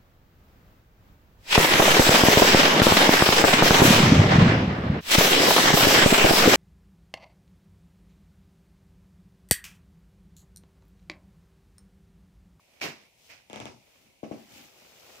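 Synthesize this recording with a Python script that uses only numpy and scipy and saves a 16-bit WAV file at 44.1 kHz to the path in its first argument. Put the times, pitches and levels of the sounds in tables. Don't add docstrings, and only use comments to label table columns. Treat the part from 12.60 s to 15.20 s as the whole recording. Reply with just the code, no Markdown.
import sys
import numpy as np
from scipy import signal
from scipy.io import wavfile
from scipy.ndimage import uniform_filter1d

SR = 44100
rng = np.random.default_rng(int(sys.argv[2]) if len(sys.argv) > 2 else 0)


def boost(x):
    u = np.asarray(x, float) / 20
    return 10 ** u


def store_wav(level_fs):
    pcm = np.round(np.clip(np.atleast_2d(level_fs), -1, 1) * 32767)
    wavfile.write(sys.argv[1], SR, pcm.T.astype(np.int16))


N = 114660
T = np.arange(N) / SR


def rms_one(x):
    return x / np.sqrt(np.mean(x ** 2) + 1e-20)


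def filtered(x, order, hz, kind="low"):
    return signal.sosfilt(signal.butter(order, hz, kind, fs=SR, output="sos"), x)


def delayed(x, lag_s):
    return np.interp(T - lag_s, T, x)


def clicks_at(s, db):
    out = np.zeros(N)
    out[(np.asarray(s) * SR).astype(int)] = boost(db)
    return out


def ring(clicks, hz, t60):
    r, w = boost(-60 / (t60 * SR)), 2 * np.pi * hz / SR
    return signal.lfilter([0, np.sin(w)], [1, -2 * r * np.cos(w), r * r], clicks + 1e-18)


def drift(rate_hz):
    r = np.exp(-80 * np.pi * rate_hz / SR)
    slow = signal.lfilter([1], [1, -2 * r, r * r], rng.standard_normal(N // 40 + 2002))[2000:]
    return np.interp(np.arange(N) / 40, np.arange(len(slow)), rms_one(slow))


def at_hz(points, hz):
    f, value = np.transpose(points)
    return np.interp(np.log(hz), np.log(f), value)


# f/Hz, likeness/1
MICROPHONE_LIKENESS = [(60, 0.8), (250, 0.63), (600, 0.27), (2000, 0.075), (12000, 0.065)]


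def two_sided(mid, side, hz):
    alike = np.clip(at_hz(MICROPHONE_LIKENESS, hz), -1, 1)
    return np.sqrt(1 + alike) * mid + np.sqrt(1 - alike) * side * [[1], [-1]]


def friction(spectrum, per_s, spread_db, patchy_db):
    out, together = 0, drift(9)
    edges = 22 * 2 ** np.arange(0, 9.6, .5)
    sizes = boost(spread_db * np.minimum(rng.exponential(1, (2, 2, N)), 4))
    grains = sizes * rng.standard_normal((2, 2, N)) * (rng.random((2, 2, N)) < per_s / SR) + 1e-18
    for k, (low, high) in enumerate(zip(edges, edges[1:])):
        mid, side = filtered(grains[k % 2], 2, [low, high], "band")
        hz = np.sqrt(low * high)
        gain = boost(at_hz(spectrum, hz) + patchy_db * (0.29 * together + drift(22.6)))
        out = out + gain * two_sided(mid, side, hz)
    return rms_one(out)


def swells(rows):
    out = 0
    for start, full, end, first_db, second_db in rows:
        shape = np.sin(np.pi / 2 * np.interp(T, [start, full, end], [0, 1, 0])) ** 2
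        out = out + shape * boost([[first_db], [second_db]])
    return out


# f/Hz, level/dB per Hz
ROOM_TONE_COLOUR = [(15, -32), (25, 5), (482, -11.5), (666, -1), (762, -43.5), (848, -5), (1200, -27.5),
                    (2560, -10.5), (15500, -20)]


def room_tone():
    return boost(-64) * friction(ROOM_TONE_COLOUR, SR, spread_db=0, patchy_db=.5)


# f/Hz, level/dB per Hz
RUMBLE_COLOUR = [(35, -48), (60, -21), (264, -14), (372, -12.5), (449, -1), (595, -4), (1830, -14.5),
                 (2500, -14), (3250, -21), (5500, -120)]


def rug_rumble():
    return friction(RUMBLE_COLOUR, 1600, spread_db=0.0, patchy_db=1.5)


# f/Hz, level/dB per Hz
FIBRE_COLOUR = [(530, -4), (900, -13), (1820, -13.5), (2510, -30), (3180, -4), (7060, -6), (8650, -19.5),
                (11500, -5), (15500, -13.5)]
# start t/s, fullest t/s, end t/s, fibre hiss level/dB, body rumble level/dB
STROKES = [
    (.0, .19, 0.35, -66, -69),
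    (0.52, .68, .78, -58.5, -99),
    (1.07, 1.37, 1.64, -65, -68),
    (1.6, 1.8, 2.03, -59, -62),
    (1.85, 1.977, 2.15, -52, -55),
    (1.95, 2.25, 2.652, -56.5, -60.5),
    (2.3, 2.616, 2.9, -52.5, -57),
    (2.56, 2.605, 2.65, -76, -66),
]
# f/Hz, level/dB, t60/s
BOOT_MODES = [(121, -13.5, 0.3), (225, -20, 0.42), (239, 4.5, 0.07), (289, 8, 0.045), (373, -16.5, 0.24),
              (534, -11, 0.3), (617, -11, 0.034), (700, -18.5, 0.18), (829, -0.5, 0.064)]


def dragging(rumble):
    hiss, weight = swells(STROKES)
    hum = rms_one(sum(boost(db) * ring(rumble, hz, t60) for hz, db, t60 in BOOT_MODES[4:]))
    fibres = friction(FIBRE_COLOUR, 6000, spread_db=1.5, patchy_db=.5)
    return hiss * fibres + weight * (rumble + boost(-10.5) * hum)


# t/s, level/dB
SCRUB = [
    (0.2, -53),
    (0.206, -72),
    (0.214, -36.5),
    (0.248, -34.5),
    (0.37, -60),
    (0.466, -67),
    (0.5, -88),
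]
# f/Hz, level/dB per Hz
SCRUB_COLOUR = [(50, -4.5), (200, 9), (580, 6.5), (1370, 1), (2300, 3), (6000, 4), (8700, -16),
                (15500, -6.5)]


def scrubbing():
    bloom_hz, bloom_lag_s, scuff_low_db = 517, .014, -30
    scuff_s, scuff_db, scuff_rise_s, scuff_t60_s = 0.68, -43.5, 0.025, 0.36
    s, db = np.transpose(SCRUB)
    slap_gain = boost(np.interp(T, s, db, -120, -120) + 1)
    since = np.maximum(T - scuff_s, 0)
    scuff_gain = boost(scuff_db - 60 * since / scuff_t60_s) * (1 - np.exp(-(since / scuff_rise_s) ** 2))
    grains = friction(SCRUB_COLOUR, 6000, spread_db=2.5, patchy_db=1.0)
    low = filtered(grains, 2, bloom_hz)
    high = filtered(grains, 2, bloom_hz, "high")
    late = delayed(slap_gain + boost(scuff_low_db) * scuff_gain, bloom_lag_s)
    return high * (slap_gain + scuff_gain) - low * uniform_filter1d(late, size=441)


# t/s, peak level/dB
SLAP = [
    (.2165, -45),
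]


def slap():
    s, db = np.transpose(SLAP)
    return ring(clicks_at(s, db + 18.5), 2350, 0.012) + ring(clicks_at(s, db + 3), 616, 0.054)


# start t/s, fullest t/s, end t/s, level/dB, deep share level/dB
PRESSES = [
    (0.684, .73, 0.85, -80, 12.5),
    (0.88, 1.015, 1.26, -59.5, 8),
    (1.3, 1.494, 1.564, -67, -6),
    (1.78, 1.997, 2.12, -54.5, -18),
]


def groan(rumble):
    level, deep = swells([(a, b, c, db, db + deep_db) for a, b, c, db, deep_db in PRESSES])
    shaft = sum(boost(db) * ring(rumble, hz, t60) for hz, db, t60 in BOOT_MODES[1:5])
    floor = ring(rumble, 121, 0.068) + boost(-6.0) * ring(rumble, 143, 0.043)
    return level * rms_one(shaft) + deep * rms_one(floor)


# f/Hz, level/dB, t60/s
CRACK_MODES = [(3300, 7, .0042), (5100, 0, .002), (6800, 3, .0026)]


def blows(rows, push_hz, push_t60, boot_db, soft_hz, direct_db):
    boot_lag_s = 0.00221
    s, db, crack_db = np.transpose(rows)
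    snap_db = db + crack_db
    chance_db = rng.normal(0, 3.5, (len(s), len(BOOT_MODES)))
    crack = sum(ring(clicks_at(s, snap_db + level), hz, t60) for hz, level, t60 in CRACK_MODES)
    flap = ring(clicks_at(s, snap_db + 10.5), 1213, 0.0029)
    push = -ring(ring(clicks_at(s, db - 16), push_hz, push_t60), push_hz, push_t60)
    boot = 0
    for k, (hz, level, t60) in enumerate(BOOT_MODES):
        boot = boot - ring(clicks_at(s + boot_lag_s, db + boot_db + level + chance_db[:, k]), hz, t60)
    body = filtered(push + boot, 4, soft_hz)
    body = filtered(body, 2, 109, "high")
    near = boost(direct_db) * (crack + boost(-7) * flap) + body
    far = clicks_at(s, snap_db + 27) + flap + body
    return np.array([near, far])


# t/s, peak level/dB, crack re push level/dB
SLIPS = [
    (.8992, -32, -11),
    (.9312, -26, -10),
    (.9597, -25.5, -10.5),
    (1.0017, -25, -10),
    (1.0555, -25.5, -10),
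]


def creaks():
    return blows(SLIPS, push_hz=708, push_t60=.0036, boot_db=-18, soft_hz=1900, direct_db=1)


# t/s, peak level/dB, crack re push level/dB
KNOCKS = [
    (1.6308, -24.5, -18.5),
    (1.7116, -24.5, -18.5),
]


def knocks():
    return blows(KNOCKS, push_hz=634, push_t60=.006, boot_db=-13, soft_hz=980, direct_db=-9)


# centre f/Hz, level/dB, t60/s
ROOM_BANDS = [(159.5, -6, 0.44), (420, -6.5, 0.31), (983, -3.5, 0.3), (2200, -3, 0.21), (4450, -7, 0.45),
              (8300, -45, 0.32), (13000, -35, 0.27)]


def room(x):
    rise_s = 0.0058
    t, out = np.arange(SR // 2) / SR, 0
    for hz, level_db, t60 in ROOM_BANDS:
        mid, side = filtered(rng.standard_normal((2, SR // 2)), 2, [hz / 1.5, hz * 1.5], "band")
        shape = (1 - np.exp(-(t / rise_s) ** 2)) * boost(-60 * t / t60)
        shape = shape / np.sqrt(np.sum(shape ** 2))
        out = out + boost(level_db) * shape * two_sided(mid, side, hz)
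    return signal.fftconvolve(x[None], out, axes=1)[:, :N]


def scene():
    tone = room_tone()
    rumble = rug_rumble()
    drag = dragging(rumble) + groan(rumble)
    scrub, clack = scrubbing(), slap()
    near, far = creaks() + knocks()
    left = near + boost(6) * clack
    right = boost(-5.5) * delayed(near, .00037) + clack
    wet = room(far + clack + boost(-9) * scrub[0])
    side_gain = boost(3.5 * (T < .5) * [[-1], [1]])
    return np.array([left, right]) + wet + drag * side_gain + scrub * boost([[0], [3]]) + tone


def band_limit(x):
    return signal.sosfilt(signal.butter(12, 16370, fs=SR, output="sos"), x)


def record(dry):
    peak_hz, peak_width_hz, peak_db = 2400, 766, 12.5
    left, right = filtered(dry, 2, 70, "high")
    r, w = np.exp(-np.pi * peak_width_hz / SR), 2 * np.pi * peak_hz / SR
    honk = signal.lfilter(np.array([1, 0, -1]) * (1 - r * r) / 2, [1, -2 * r * np.cos(w), r * r], right)
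    full = right + boost(peak_db) * honk
    dull = filtered(full, 8, 6400)
    right = boost(-3) * (dull + boost(-11.5) * (full - dull))
    top_cut = signal.cheby2(16, 40, 15900, fs=SR, output="sos")
    mix = signal.sosfilt(top_cut, np.array([left, right]))
    return band_limit(mix)


dry = scene()
out = record(dry)
store_wav(out)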